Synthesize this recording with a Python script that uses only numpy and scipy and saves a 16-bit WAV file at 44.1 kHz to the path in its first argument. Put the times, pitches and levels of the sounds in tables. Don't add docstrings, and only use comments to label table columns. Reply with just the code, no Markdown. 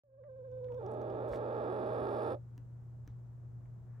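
import sys
import numpy as np
from scipy import signal
from scipy.fft import rfft, irfft, next_fast_len
from scipy.io import wavfile
from scipy.ndimage import uniform_filter1d, map_coordinates

SR = 44100
rng = np.random.default_rng(int(sys.argv[2]) if len(sys.argv) > 2 else 0)


def wav_out(sig):
    wavfile.write(sys.argv[1], SR, np.round(np.clip(np.atleast_2d(sig).T, -1, 1) * 32767).astype(np.int16))


N = 176400
BREAK_S, BREAK_LENGTH_S, STOP_S = .806, .03, 2.39
SIZZLE_HZ = 4180

# (time [s], pitch [Hz])
WHINE_PITCH = [(.06, 575), (.09, 525), (.165, 537.5), (.19, 569.5), (.222, 490), (.252, 594), (.277, 590),
               (.29, 517), (.355, 519.5), (.372, 553), (.392, 517), (.425, 502), (.455, 531.7),
               (.49, 502.4), (.578, 519.5), (.61, 490.7), (.663, 508), (.737, 483.6), (.782, 521),
               (.805, 452)]
# (time [s], level [dB])
EFFORT = [(.03, -44.5), (.35, -42), (.43, -43), (.745, -41), (.83, -43), (.9, -41), (1.28, -39),
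          (1.46, -38.5), (1.62, -37.5), (1.79, -37.5), (1.96, -37), (2.322, -36.5), (2.348, -40.5),
          (2.385, -61)]
# (multiple of the pitch [ratio], level before the throat [dB])
OVERTONES = [(2, -12), (3, -8)]
# (time [s], level against the tone [dB])
HOARSENESS = [(.1, -32.5), (.68, -26.5), (.74, -8), (.77, -22), (.8, -20)]
def whine():
    t = clock()
    pitch = curve(WHINE_PITCH, t) * (1 + .013 * wobble(160))
    phase = 2 * np.pi * np.cumsum(pitch) / SR
    overtones = coloured(sum(amp(db) * np.sin(round(k) * phase) for k, db in OVERTONES), THROAT)
    seventh = coloured(np.sin(7 * phase + .8 * wobble(200)), RASP)
    whistle = amp(-50) * np.minimum(t / BREAK_S, 1) ** 1.5 * seventh
    flutter = amp(2.8 * wobble(100))
    tone = np.sqrt(2) * (np.sin(phase) + (overtones + whistle) * flutter)
    breath = rng.standard_normal(N) + 1.2 * wobble(130) * np.sin(2 * phase)
    hoarse = amp(curve(HOARSENESS, t)) * unit(coloured(breath, THROAT))
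    hiss_gain = amp(-45 + 1.6 * wobble(36))
    puffs = rng.standard_normal(N) * (1 + np.sin(phase))
    hiss = filtered(hiss_gain * unit(coloured(puffs, RASP)), lambda hz: 1 - above(hz, SIZZLE_HZ))
    level_db = curve(EFFORT, t) + .0056 * (pitch - 500) + 1.3 * wobble(45)
    return amp(level_db) * (tone + hoarse + hiss) * np.sqrt(1 - growl_share(t))


# (time [s], rate [Hz])
GROWL_RATE = [(.79, 467.3), (.825, 430), (1.15, 422.2), (1.28, 470.6), (1.47, 423), (1.54, 488.3),
              (1.71, 426), (1.75, 478), (1.79, 392.6), (1.96, 496.3), (2.01, 435.6), (2.11, 421.4),
              (2.19, 472.7), (2.29, 404.4), (2.36, 537.4)]
def voice_box(wander=.045, jitter=.18, chaos_rise_s=.064):
    t = clock()
    gap_scatter, size_scatter, rasp_scatter = np.clip(rng.standard_normal((1000, 3)), -2.2, 2.2).T
    start = BREAK_S - BREAK_LENGTH_S
    rate = curve(GROWL_RATE, t) * np.exp(wander * growl_share(t) * wobble(60))
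    cycles = np.cumsum(rate * (t > start)) / SR
    regular = np.interp(np.arange(len(gap_scatter)), cycles, t).clip(start)
    chaos = 1 - np.exp(-(regular - start) / chaos_rise_s)
    times = regular + np.cumsum(jitter * chaos * gap_scatter / curve(GROWL_RATE, regular))
    sizes = amp(2 * chaos * size_scatter)
    return pulses(times, sizes), pulses(times, sizes * amp(3 * rasp_scatter))


# (frequency [Hz], gain [dB])
THROAT = [(90, -52.5), (150, -24), (190, -2), (290, 0), (430, -3.5), (530, -2.5), (615, 4.5), (680, -6.5),
          (722, -13.5), (800, -4), (900, -10.5), (1010, -22), (1080, -17), (1300, -16), (1420, -20),
          (1500, -31), (1550, -19), (1670, -22.5), (2100, -42), (2730, -75.5), (4600, -120)]
# (frequency [Hz], gain [dB])
RASP = [(1500, -28), (1900, -7.5), (2130, -6.5), (2390, 3), (3050, -7.5), (3350, -3), (3570, 4), (3930, -9),
        (4130, -3), (4480, -12.5), (4750, -2.5), (5100, -11.5), (5390, -9), (6300, -31), (7120, -18),
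        (7600, -32.5), (8400, -16), (9050, -21.5), (9370, -1.5), (9800, -31), (11500, -46), (14300, -20.5)]
def growl(rasp_db=-28.5, bite_db_per_s=1.2, sizzle_db_per_s=9.5, bright_hz=910):
    t = clock()
    beats, edges = voice_box()
    body = evened(coloured(beats, THROAT))
    puffs = uniform_filter1d(edges, size=66) * rng.standard_normal(N)
    rasp = evened(coloured(unit(edges) + amp(-6) * unit(puffs), RASP))
    effort_db = curve(EFFORT, t)
    push = amp(effort_db - effort_db.max())
    upper = filtered(body, lambda hz: above(hz, bright_hz, order=8))
    body = body - upper + amp(3) * upper * push ** 1.42
    left_s = np.maximum(STOP_S - t, 0)
    sizzle = filtered(rasp, lambda hz: above(hz, SIZZLE_HZ, order=8))
    rasp = rasp - sizzle + sizzle * amp(-sizzle_db_per_s * left_s)
    voice = push * body + amp(rasp_db - bite_db_per_s * left_s) * rasp * push ** 2
    ending = np.clip((STOP_S - t) / BREAK_LENGTH_S + .5, 0, 1)
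    return amp(effort_db.max()) * voice * np.sqrt(growl_share(t)) * ending


def growl_share(t):
    return np.clip((t - BREAK_S) / BREAK_LENGTH_S + .5, 0, 1)


# (frequency [Hz], left minus right [dB])
HEN_BALANCE = [(150, 0.5), (330, -2), (640, -4.5), (740, -8), (900, -3.5), (1100, -12), (1400, -6.5),
               (1790, -4), (2400, 0)]
# (frequency [Hz], left phase lead [rad])
HEN_PHASE = [(0, -0.5), (600, -1.17), (1210, -1.43), (1700, -4), (2240, -5.5)]
def hen():
    def sides(hz):
        gain = amp(along(HEN_BALANCE, hz) / 2)
        return np.array([gain * np.exp(1j * curve(HEN_PHASE, hz)), 1 / gain])
    return box_ring(filtered(whine() + growl(), sides), ring_db=-17.5)


def box_ring(x, ring_db, ring_s=.17, dull_hz=4500):
    t = np.arange(SR // 4) / SR
    tail = rng.standard_normal((2, len(t))) * amp(-60 * t / ring_s)
    ring = signal.fftconvolve(np.atleast_2d(x), tail / np.linalg.norm(tail[0]), axes=1)[:, :N]
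    return x + amp(ring_db) * filtered(ring, lambda hz: 1 - above(hz, dull_hz, order=2))


# (time [s], level [dB])
SNAPS = [(0.516, -63.5), (.6445, -57), (.722, -56.5), (0.7455, -58), (.864, -52.5), (1.017, -53.5),
         (1.102, -53.5), (1.3586, -46), (2.579, -49.5), (3.0769, -46.5)]
# (frequency [Hz], gain [dB])
SNAP_COLOUR = [(500, 3), (2200, 2), (2950, 9), (4100, -1), (6300, 1), (7600, -15.5), (11500, -19),
               (15000, -4.5)]
def straw_snaps(thud_hz=278, thud_s=.057, thud_db=-3.5):
    thuds = np.zeros(N)
    for at, db in SNAPS:
        age = np.clip(clock() - at, 0, None)
        decay_db = 60 * np.minimum(age / thud_s, 2)
        thuds += amp(db + thud_db - decay_db) * np.sin(2 * np.pi * thud_hz * age)
    return clicks(SNAPS, SNAP_COLOUR, scrape=.32, scrape_s=.00069) + thuds


# (time [s], level [dB])
KNOCKS = [(.2375, -49), (.686, -54.5), (.864, -58), (1.3345, -42), (2.5795, -61.5), (3.078, -60),
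          (3.657, -62.5)]
# (frequency [Hz], gain [dB])
WOOD_COLOUR = [(150, -3.5), (900, 8), (2000, 5), (3000, -11), (4500, -28.5), (15000, -43.5)]
def box_knocks():
    return clicks(KNOCKS, WOOD_COLOUR, scrape=.077, scrape_s=.0082)


def clicks(rows, colour, scrape, scrape_s):
    t = clock()
    times, levels_db = np.transpose(rows)
    tails = sum(amp(db) * (t > at) * np.exp(-np.abs(t - at) / scrape_s) for at, db in rows)
    contacts = pulses(times, amp(levels_db)) + scrape * tails * rng.standard_normal(N)
    peak = np.abs(coloured(pulses([1], [1]), colour)).max()
    return box_ring(coloured(contacts, colour) / peak, ring_db=-3)


# (peak time [s], half length [s], level [dB], low edge [Hz], high edge [Hz])
RUSTLES = [(.918, .004, -76.5, 8900, 12160), (0.94, 0.0046, -80, 9100, 12200),
           (1.29, .006, -75.5, 7533, 16000), (1.343, .023, -68, 2960, 17360),
           (3.094, 0.016, -85, 1500, 4600), (3.95, 0.061, -77, 700, 1810)]
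# (frequency [Hz], gain [dB])
STRAW_COLOUR = [(1000, 3.5), (4000, 9.5), (7000, -1), (9800, -2), (11500, -19), (14500, -2.5)]
def straw_rustles():
    crackle = coloured(rng.standard_normal(N) * amp(2.6 * wobble(1300)), STRAW_COLOUR)
    def band(low, high):
        return unit(filtered(crackle, lambda hz: above(hz, low) * (1 - above(hz, high, order=8))))
    return sum(amp(db) * swell(at, half) * band(low, high) for at, half, db, low, high in RUSTLES)


# (peak time [s], half length [s], level [dB])
BUMPS = [(1.338, 0.025, -49), (2.027, 0.011, -46), (3.08, 0.026, -55), (3.72, 0.063, -57.5)]
# (frequency [Hz], gain [dB])
BUMP_COLOUR = [(28, -38.5), (45, -3.5), (120, -9), (800, -78.5)]
def floor_bumps():
    swells = sum(amp(db) * swell(at, half) for at, half, db in BUMPS)
    return swells * unit(coloured(rng.standard_normal(N), BUMP_COLOUR))


def electrical_hum(pitch_hz=119.65):
    phase = 2 * np.pi * pitch_hz * clock()
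    note = amp(-49 + wobble(22)) * np.sin(phase + .1 * wobble(15))
    return np.sqrt(2) * (note + amp(-80) * np.sin(3 * phase))


# (frequency [Hz], gain [dB])
AIR_COLOUR = [(20, -34.5), (40, -4.5), (100, 4.5), (250, -12), (900, -24), (1500, -31.5), (2500, -45.5),
              (4500, -50.5), (7000, -46.5), (11500, -58), (14500, -51.5)]
# (frequency [Hz], likeness [0 to 1])
AIR_LIKENESS = [(40, 0.72), (150, 0.43), (1000, 0.13)]
def still_air(level_db=-57):
    def shares(hz):
        angle = np.arccos(np.clip(along(AIR_LIKENESS, hz), 0, 1)) / 2
        return np.array([np.cos(angle), np.sin(angle)])
    mid, side = filtered(unit(coloured(rng.standard_normal((2, N)), AIR_COLOUR)), shares)
    return amp(level_db) * np.array([mid + side, mid - side])


def amp(db):
    return 10 ** (np.asarray(db) / 20)


def unit(x):
    return x / np.sqrt(np.mean(x ** 2) + 1e-20)


def evened(x, window_s=.02):
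    power = np.abs(uniform_filter1d(unit(x) ** 2, size=int(window_s * SR) + 1))
    return unit(x) / np.sqrt(power + 1e-3)


def clock():
    return np.arange(N) / SR


def swell(peak_s, half_s):
    return np.exp(-((clock() - peak_s) / half_s) ** 2 / 2)


def curve(rows, x):
    return np.interp(x, *np.transpose(rows))


def along(rows, hz):
    knots, values = np.transpose(rows)
    return np.interp(np.log(hz + 1), np.log(knots + 1), values)


def wobble(rate):
    return map_coordinates(rng.standard_normal(4 * N // 100), [clock() * rate], mode="wrap")


def filtered(x, response):
    size = 2 * next_fast_len(N * 3 // 4)
    return irfft(rfft(x, size) * response(np.fft.rfftfreq(size, 1 / SR)), size)[..., :N]


def coloured(x, colour):
    def response(hz):
        cepstrum = irfft(np.log(amp(along(colour, hz))))
        middle = len(cepstrum) // 2
        cepstrum[1:middle] *= 2
        cepstrum[middle + 1:] = 0
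        return np.exp(rfft(cepstrum))
    return filtered(x, response)


def above(hz, edge_hz, order=4):
    return hz ** order / (hz ** order + edge_hz ** order)


def pulses(times, sizes):
    at = np.asarray(times)[:, None] * SR
    near = at.astype(int) + np.arange(-7, 9)
    shape = np.sinc(near - at) * np.cos(np.pi * (near - at) / 16) ** 2
    return np.bincount(np.clip(near, 0, N - 1).ravel(), (shape * np.asarray(sizes)[:, None]).ravel(), N)


def scene():
    nest = straw_snaps() + box_knocks()
    lean_left = amp([[.5], [-.5]])
    return hen() + nest + straw_rustles() + floor_bumps() + lean_left * (electrical_hum() + still_air())


def record(dry, silent_s=.036, fade_s=.8, top_hz=15900):
    t = clock()
    fade = (t > silent_s) * np.minimum(t / fade_s, 1) ** 1.205
    return filtered(dry * fade, lambda hz: hz < top_hz)


dry = scene()
out = record(dry)
wav_out(out)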